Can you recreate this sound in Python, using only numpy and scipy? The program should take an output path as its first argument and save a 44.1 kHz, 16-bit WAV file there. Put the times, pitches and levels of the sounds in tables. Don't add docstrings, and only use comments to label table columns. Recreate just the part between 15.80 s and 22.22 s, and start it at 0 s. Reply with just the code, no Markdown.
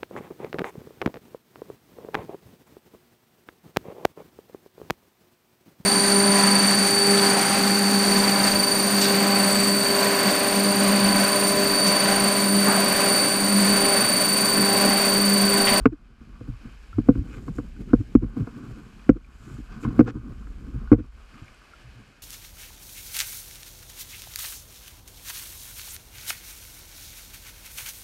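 import sys
import numpy as np
from scipy import signal
from scipy.fft import rfft, irfft
from scipy.io import wavfile
from scipy.ndimage import uniform_filter1d, minimum_filter1d

SR = 44100
rng = np.random.default_rng(int(sys.argv[2]) if len(sys.argv) > 2 else 0)


def dump_mix(stems):
    frames = np.atleast_2d(stems).T
    limited = np.clip(frames, -1, 1)
    pcm = np.round(limited * 32767).astype(np.int16)
    wavfile.write(sys.argv[1], SR, pcm)


N = 283122
T = np.arange(N) / SR
RING_S = 0.16
HARD_DB = -4

# (time [s], level [dB], clack [relative dB], thud [relative dB],
# second contact [relative dB], hollow mode lift [dB], snap lift [dB])
KNOCKS = [(0.0554, 8.5, -5, -19, -34, 0, 15.5), (0.608, -28.5, -6.5, -4, -23, 0, -1),
          (0.683, -28.5, -20.5, 7, -5, -9, -3), (0.849, -32, -30, 1.5, -21, 4, -3),
          (1.1825, -7.5, -13, -10.5, -11, -2.5, 1), (1.2863, 3, -13, -17, -14.5, 2, 1),
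          (1.353, -26.5, -4, 3.5, -17, -6.5, 3), (1.375, -22, -37, 5, -2.5, 0.5, -3.5),
          (1.6796, -23.5, 2, -21, -36, -2, -8), (1.783, -16, -3, -9, -12.5, -2, -5),
          (1.957, -39, -21, 1, -1, -2, -3), (2.1324, 1, -10, -16, -18.5, 0.5, -10),
          (2.195, -35.5, -33.5, 8.5, -16.5, -6.5, -6), (2.3508, 6.5, -18.5, -15, -23, -6, 10.5),
          (2.4263, -13.5, -14, 0, -1, -3.5, 12.5), (2.566, -18.5, -5, -14, -15, 3, -3),
          (2.602, -30.5, -8, 2.5, -3, 0, -3), (2.671, -26.5, 4.5, -20, -24, 8, -3),
          (3.2917, 10.5, -16, -18, -26, 1, 14), (3.784, -28.5, -30, -1, -3.5, 0, 1),
          (4.048, -20.5, 6, -0.5, -8, -7.5, -7.5), (4.071, -29.5, -14, 9.5, -16, -3, -3),
          (4.105, -30, 3.5, -12, -13, -3, -1), (4.192, 11.5, -11.5, -16, -3, 0.5, 8),
          (4.277, -13.5, 2.5, -8.5, -22, 6.5, 7), (4.352, -20, -9, -0.5, 0, -11, -1),
          (4.67, -39.5, 7.5, -18, -14, -6, -8), (4.938, -27, -27, 3, -2.5, 1, -3),
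          (5.1159, 7.5, -15.5, -12, -34.5, -4.5, 9), (5.126, 6.5, -7.5, -13, -15, 4.5, 3),
          (5.616, -45, -16, 11, -2, -4, 6)]


def knocks(settle_s=0.013, scatter_s=0.0005):
    out = np.zeros(N)
    for start_s, level_db, clack_db, thud_db, second_db, hollow_db, snap_db in KNOCKS:
        add(out, start_s, blow(level_db, clack_db, thud_db, hollow_db, snap_db))
        second_s = start_s + settle_s + scatter_s * rng.standard_normal()
        add(out, second_s, blow(level_db + second_db, clack_db, thud_db, hollow_db, snap_db))
    return out


def blow(level_db, clack_db, thud_db, hollow_db, snap_db):
    t = T[:int(RING_S * SR)]
    tilt_db_per_oct = 0.73 * np.clip(clack_db + 10, -15, 8)
    thud, boom, clack = hull_ring(tilt_db_per_oct, hollow_db)
    clack *= 1 - np.exp(-t / 0.002)
    grit = rng.standard_normal(len(t)) * rng.exponential(size=len(t))
    crack = unit(colour(grit, [(570, -8.5), (710, 5), (890, 3.5), (1130, 6), (1480, 12.5), (1800, -8.5),
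                               (2200, -8.5), (2800, -14), (3300, -22.5), (5200, -21), (8000, -36.5),
                               (15000, -49.5)]))
    crack *= (1 - np.exp(-t / 0.0026)) * np.exp(-t / 0.0043)
    attack = emphasise(undb(-9) * clack + undb(-12.5) * crack, hz=2450, width_hz=670, db=snap_db)
    tick = overload_tick(grit, level_db) if level_db > HARD_DB else 0
    return undb(level_db) * (tick + undb(-1.5) * boom + undb(thud_db) * thud + undb(clack_db) * attack)


def hull_ring(tilt_db_per_oct, hollow_db=0, scatter_db=2, detune=0.033, travel_s=0.0013,
              rise_cycles=0.54):
    # (frequency [Hz], t60 [s], level [dB])
    hull_modes = [(43.5, 0.2, -4.5), (115.1, 0.13, 0.5), (172, 0.092, -12), (234.7, 0.06, 2),
                  (287.9, 0.05, 6.5), (486, 0.032, -7.5), (468, 0.047, -1), (705, .034, 2),
                  (740, 0.0078, -6), (1079, 0.023, 4.5), (1230, .014, -7), (1542, 0.019, -3.5),
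                  (2133, 0.017, -17), (2360, 0.006, -23.5), (2713, 0.015, -20)]
    hz, t60_s, db = np.transpose(hull_modes)
    pitch_draw, level_draw = rng.standard_normal((len(hz), 2)).T
    t = np.maximum(T[:int(RING_S * SR)] - travel_s * np.sqrt(hz[0] / hz)[:, None], 0)
    cycles = t * (hz * (1 + detune * pitch_draw))[:, None]
    db = db + hollow_db * ((hz > 400) & (hz < 950))
    gain = undb(db + tilt_db_per_oct * np.log2(hz / hz[0]) + scatter_db * level_draw)
    gain *= (-1) ** np.arange(len(hz))
    envelope = np.exp(-np.log(1000) * t / t60_s[:, None]) * (1 - np.exp(-(cycles / rise_cycles) ** 2))
    modes = gain[:, None] * np.sin(2 * np.pi * cycles) * envelope
    groups = [modes[band].sum(0) for band in (hz < 150, (hz >= 150) & (hz < 600), hz >= 600)]
    return [group / np.abs(group).max() for group in groups]


def overload_tick(grit, blow_db, delay_s=0.0055, width_s=0.001):
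    # (frequency [Hz], level [dB])
    spectrum = [(2500, -9.5), (3400, -2), (4800, 0.5), (7000, -4), (10000, -17.5), (15000, -17.5)]
    tick = colour(grit * np.exp(-np.abs(T[:len(grit)] - delay_s) / width_s), spectrum)
    return undb(-51 + 1.08 * blow_db) * tick / (np.abs(tick).max() + 1e-12)


def scrapes(unevenness=0.23, rasp_q=3.5):
    # (centre [s], length [s], slip rate [1/s], judder [dB], grit [dB], rasp [Hz])
    slides = [(0.864, 0.18, 198, -50, -59.5, 2500), (1.413, 0.03, 290, -31.5, -62, 1400),
              (1.537, 0.17, 470, -43, -51, 2200), (2.102, 0.08, 370, -38.5, -54.5, 1400),
              (2.6, 0.1, 198, -23.5, -58, 1300), (2.789, 0.25, 300, -40.5, -57.5, 1280),
              (2.98, 0.11, 325, -44, -59, 1280), (3.691, 0.19, 340, -47, -58, 1530),
              (3.94, 0.11, 200, -48, -54, 4700), (4.042, 0.049, 430, -30, -45.5, 2400),
              (4.083, 0.096, 235, -22.5, -50.5, 1270), (4.286, 0.068, 480, -23.5, -33.5, 1500),
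              (4.469, 0.1, 244, -33, -72, 1290), (4.884, 0.12, 313, -41, -75, 1300),
              (5.589, 0.22, 330, -53, -57, 2630)]
    out = np.zeros(N)
    for centre_s, length_s, slips_per_s, judder_db, grit_db, rasp_hz in slides + rebounds():
        tilt_db_per_oct = -11 + 12.5 * np.log2(slips_per_s / 370)
        _, boom, _ = hull_ring(tilt_db_per_oct)
        n, start_s = int(length_s * SR), centre_s - length_s / 2
        swell = np.hanning(n)
        gaps = np.abs(1 + unevenness * rng.standard_normal(int(length_s * slips_per_s) + 2))
        at = (np.cumsum(gaps) / slips_per_s * SR).astype(int)
        slips = np.zeros(n)
        slips[at[at < n]] = 1
        judder = signal.fftconvolve(slips * swell, boom)
        grit = colour(contacts(per_s=2200, spread_db=3, size=n),
                      [(500, -16.5), (900, -1.5), (1500, 8), (2000, -9.5), (2450, 1), (3600, -11.5),
                       (7500, -17), (12000, -47.5)])
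        grit = emphasise(grit, rasp_hz, rasp_hz / rasp_q, db=6.5)
        add(out, start_s - 0.005, undb(judder_db) * np.sqrt(2) * judder / np.abs(judder).max())
        add(out, start_s, undb(grit_db) * unit(grit) * swell)
    return out


def rebounds(delay_s=0.076, length_s=0.026, slips_per_s=370, rasp_hz=1300, cap_db=-22.5):
    return [(start_s + delay_s, length_s, slips_per_s, min(db - 29, cap_db), db - 58, rasp_hz)
            for start_s, db, *_ in KNOCKS if db > HARD_DB]


def shudders(waver=0.17, rough_db=2.5):
    # (centre [s], length [s], pitch [Hz], level [dB])
    wobbles = [(0.728, 0.083, 95, -40), (1.172, 0.094, 86, -24), (1.404, .09, 100, -25.5),
               (1.703, .05, 128, -28.5), (2.203, .055, 107.3, -21.5), (2.622, .07, 123.7, -22),
               (3.747, 0.056, 102, -36), (4.509, 0.072, 110, -35), (4.678, .07, 115, -52),
               (4.975, 0.0874, 124.4, -29.5), (5.151, 0.065, 109.5, -17), (5.213, .08, 107.3, -32),
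               (5.637, 0.057, 101, -45), (6.069, 0.093, 104, -43), (6.179, 0.13, 116, -43)]
    out, drift, push = np.zeros(N), walk(per_s=110), walk(per_s=80)
    for centre_s, length_s, hz, db in wobbles:
        n, i = int(length_s * SR), int((centre_s - length_s / 2) * SR)
        phase = 2 * np.pi * np.cumsum(hz * (1 + waver * drift[i:i + n])) / SR
        add(out, i / SR, np.sin(phase) * np.hanning(n) * undb(db + rough_db * push[i:i + n]))
    return out


def taps(rattle_s=0.0033, ring_cycles=7.5):
    # (time [s], pitch [Hz], level [dB])
    stones = [(0.556, 1170, -51), (1.1292, 1360, -38), (1.9624, 1510, -47), (3.1935, 2540, -49),
              (3.4455, 2390, -43), (4.624, 1300, -49), (5.0742, 1480, -39.5), (5.4313, 6800, -63),
              (5.6218, 7600, -58), (5.6443, 6980, -55), (5.68, 2400, -45), (5.7445, 8000, -57),
              (5.935, 1367, -42)]
    out, t = np.zeros(N), T[:SR // 16]
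    for start_s, hz, db in stones:
        rattle = rng.standard_normal(len(t)) * np.exp(-t / rattle_s)
        ring = np.sin(2 * np.pi * hz * t) * np.exp(-t * hz / ring_cycles)
        tap = signal.fftconvolve(rattle, ring)
        add(out, start_s, undb(db) * tap / np.abs(tap).max())
    return out


def hull_rumble(spurts):
    # (frequency [Hz], level [dB])
    spectrum = [(50, -20), (85, -3.5), (115, 8), (160, 0.5), (225, 6.5), (300, -4), (400, -8.5),
                (490, -14.5), (600, -23), (1000, -31)]
    # (time [s], level [dB])
    load = [(0, -43), (.2, -57), (.8, -50), (1.0, -65), (1.36, -39.5), (1.49, -43.5), (1.65, -43),
            (1.88, -50), (2.08, -42), (2.27, -47.5), (2.45, -39.5), (2.7, -41), (3.2, -46.5), (3.52, -52),
            (3.95, -48), (4.25, -34.5), (4.6, -49), (5.08, -47), (5.35, -60), (5.85, -65), (6.16, -56),
            (6.42, -65)]
    return patter(spectrum, per_s=710, spread_db=-3) * undb(curve(load) + 4.8 * spurts)


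def frame_sway():
    # (time [s], level [dB])
    levels = [(0, -29), (.3, -47.5), (1.3, -44), (1.95, -36.5), (2.5, -48.5), (3.0, -49.5), (3.5, -44),
              (4.05, -43), (4.5, -34), (5.0, -37.5), (5.4, -42.5), (5.9, -59.5), (6.1, -50), (6.42, -66.5)]
    spectrum = [(15, -29), (28, -6), (44, -2), (65, -6), (100, -30.5), (200, -47)]
    return unit(colour(rng.standard_normal(N), spectrum)) * undb(curve(levels) + 0.83 * walk(per_s=6.6))


def pebble_grind(spurts):
    # (frequency [Hz], level [dB])
    spectrum = [(400, -25), (690, -5.5), (880, -10.5), (1100, 2), (1300, -2.5), (1550, 1.5), (1850, -29),
                (2500, -19.5), (3500, -37)]
    # (time [s], level [dB])
    levels = [(0, -57), (.3, -67), (.8, -61), (1.0, -69.5), (1.5, -63), (2.28, -75), (2.48, -56.5),
              (2.78, -58), (3.12, -60.5), (3.4, -60), (3.72, -58), (3.81, -65.5), (3.9, -56), (4.1, -53.5),
              (4.42, -56.5), (4.78, -66), (5.05, -56), (5.3, -64), (5.6, -61), (6.42, -72.5)]
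    return patter(spectrum, per_s=1600, spread_db=2.5) * undb(curve(levels) + 1.5 * spurts)


def shore_wash():
    # (frequency [Hz], level [dB])
    wash_spectrum = [(300, 1.5), (800, -1.5), (1300, -6.5), (1620, 6), (1950, -8), (2500, 2.5), (3050, -2),
                     (3600, -10), (4700, -8), (5900, -12.5), (7200, -17.5), (9700, -22), (12000, -25.5),
                     (15500, -45)]
    # (frequency [Hz], level [dB])
    tick_spectrum = [(2500, -11), (4800, -0.5), (7500, -2), (11000, -9), (15000, -15.5)]
    # (time [s], level [dB])
    swell = [(0, -63), (.37, -65.5), (.85, -58.5), (1.2, -59.5), (1.75, -62), (2.2, -61), (3.2, -59.5),
             (3.6, -60), (4.1, -60.5), (4.6, -63.5), (5.3, -61.5), (5.52, -58), (6.0, -56), (6.42, -60)]
    wash = patter(wash_spectrum, per_s=11000, spread_db=-1)
    stones = undb(-10.5) * clinks(per_s=510, spread_db=4)
    ticks = undb(-22) * patter(tick_spectrum, per_s=160, spread_db=3)
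    return (wash + stones + ticks) * undb(curve(swell) + 0.8 * walk(per_s=41))


def clinks(per_s, spread_db, lowest_hz=1100, octaves=2.2):
    out, t = np.zeros(N), T[:SR // 40]
    for when, pitch, force in rng.random((int(per_s * N / SR), 3)):
        hz = lowest_hz * 2 ** (octaves * pitch)
        ring = np.sin(2 * np.pi * hz * t) * np.exp(-t * hz / 4)
        db = spread_db * min(-np.log(1 - force), 3) - 9 * pitch
        add(out, when * N / SR, undb(db) * ring)
    return unit(out)


def sand(spurts):
    # (frequency [Hz], level [dB])
    spectrum = [(3000, -5), (4800, -8), (5900, -6.5), (7200, -1.5), (8200, -7), (9600, -14.5),
                (11400, -11.5), (13000, -16.5), (15500, -32)]
    # (time [s], level [dB])
    trickle = [(0, -71.5), (.35, -83.5), (.7, -72), (2.3, -70), (4.7, -70.5), (5.25, -76), (5.6, -71),
               (6.0, -73), (6.42, -75)]
    # (centre [s], length [s], level [dB])
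    spills = [(1.54, 0.15, -68.5), (1.656, 0.15, -74), (1.765, 0.13, -66), (2.95, 1, -83),
              (3.687, 0.49, -67), (4.034, 0.085, -59)]
    rustle = patter(spectrum, per_s=6800, spread_db=3)
    sliding = unit(emphasise(rustle, hz=7300, width_hz=1200, db=3.5))
    flow = np.zeros(N)
    for centre_s, length_s, db in spills:
        add(flow, centre_s - length_s / 2, undb(db) * np.hanning(int(length_s * SR)))
    return (rustle * undb(curve(trickle)) + sliding * flow) * undb(0.8 * spurts)


def through_frame(x):
    # (frequency [Hz], width [Hz])
    notches = [(582, 100), (910, 32)]
    for hz, width_hz in notches:
        x = signal.lfilter(*signal.iirnotch(hz, hz / width_hz, fs=SR), x)
    return x


def through_housing(x):
    # (frequency [Hz], width [Hz], gain [dB])
    resonances = [(1240, 53, 3), (1620, 110, -3), (1980, 220, 1.5), (2120, 86, 3.5), (2670, 59, 2),
                  (2714, 200, -6.5), (3100, 86, 2), (3200, 400, -1.5), (5960, 500, -2.5), (7200, 900, -1.5)]
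    for hz, width_hz, db in resonances:
        x = emphasise(x, hz, width_hz, db)
    return x


def contacts(per_s, spread_db, size=N):
    strength = undb(spread_db * np.minimum(rng.exponential(size=size), 6))
    return (rng.random(size) < per_s / SR) * strength * rng.choice([-1, 1], size)


def patter(spectrum, per_s, spread_db):
    return unit(colour(contacts(per_s, spread_db), spectrum))


def colour(x, spectrum, size=2 ** 13):
    hz, db = np.transpose(spectrum)
    f = np.maximum(np.fft.rfftfreq(size, 1 / SR), 1)
    log_gain = np.log(undb(np.interp(np.log(f), np.log(hz), db)))
    rolloff = np.maximum(np.log(f / hz[-1]), 0) + np.maximum(np.log(hz[0] / f), 0)
    cepstrum = irfft(log_gain - rolloff)
    cepstrum[1:size // 2] *= 2
    cepstrum[size // 2 + 1:] = 0
    return signal.fftconvolve(x, irfft(np.exp(rfft(cepstrum))))[:len(x)]


def emphasise(x, hz, width_hz, db):
    return x + (undb(db) - 1) * signal.lfilter(*signal.iirpeak(hz, hz / width_hz, fs=SR), x)


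def walk(per_s):
    step = max(int(SR / per_s), 1)
    return 1.2 * uniform_filter1d(np.repeat(rng.standard_normal(N // step + 1), step), step)[:N]


def curve(points):
    return np.interp(T, *np.transpose(points))


def add(out, start_s, x):
    i = max(int(start_s * SR), 0)
    out[i:i + len(x)] += x[:max(N - i, 0)]


def undb(db):
    return 10 ** (np.asarray(db) / 20)


def unit(x):
    return x / np.sqrt(np.mean(x ** 2) + 1e-20)


def scene():
    kayak = through_frame(knocks() + scrapes()) + shudders() + taps()
    spurts = walk(per_s=30)
    dragging = hull_rumble(spurts) + frame_sway() + pebble_grind(spurts)
    return through_housing(kayak + dragging + shore_wash() + sand(spurts))[None]


def record(dry):
    window_samples, release_db_per_s, cutoff_hz = 110, 23, 15500
    over_db = 20 * np.log10(np.maximum(np.abs(dry[0]), 1))
    held_db = -minimum_filter1d(-over_db, window_samples)
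    duck_db = np.maximum.accumulate(held_db + release_db_per_s * T) - release_db_per_s * T
    limited = dry * undb(-uniform_filter1d(duck_db, window_samples))
    return signal.sosfilt(signal.ellip(8, 0.2, 70, cutoff_hz, fs=SR, output="sos"), limited)


dry = scene()
out = record(dry)
dump_mix(out)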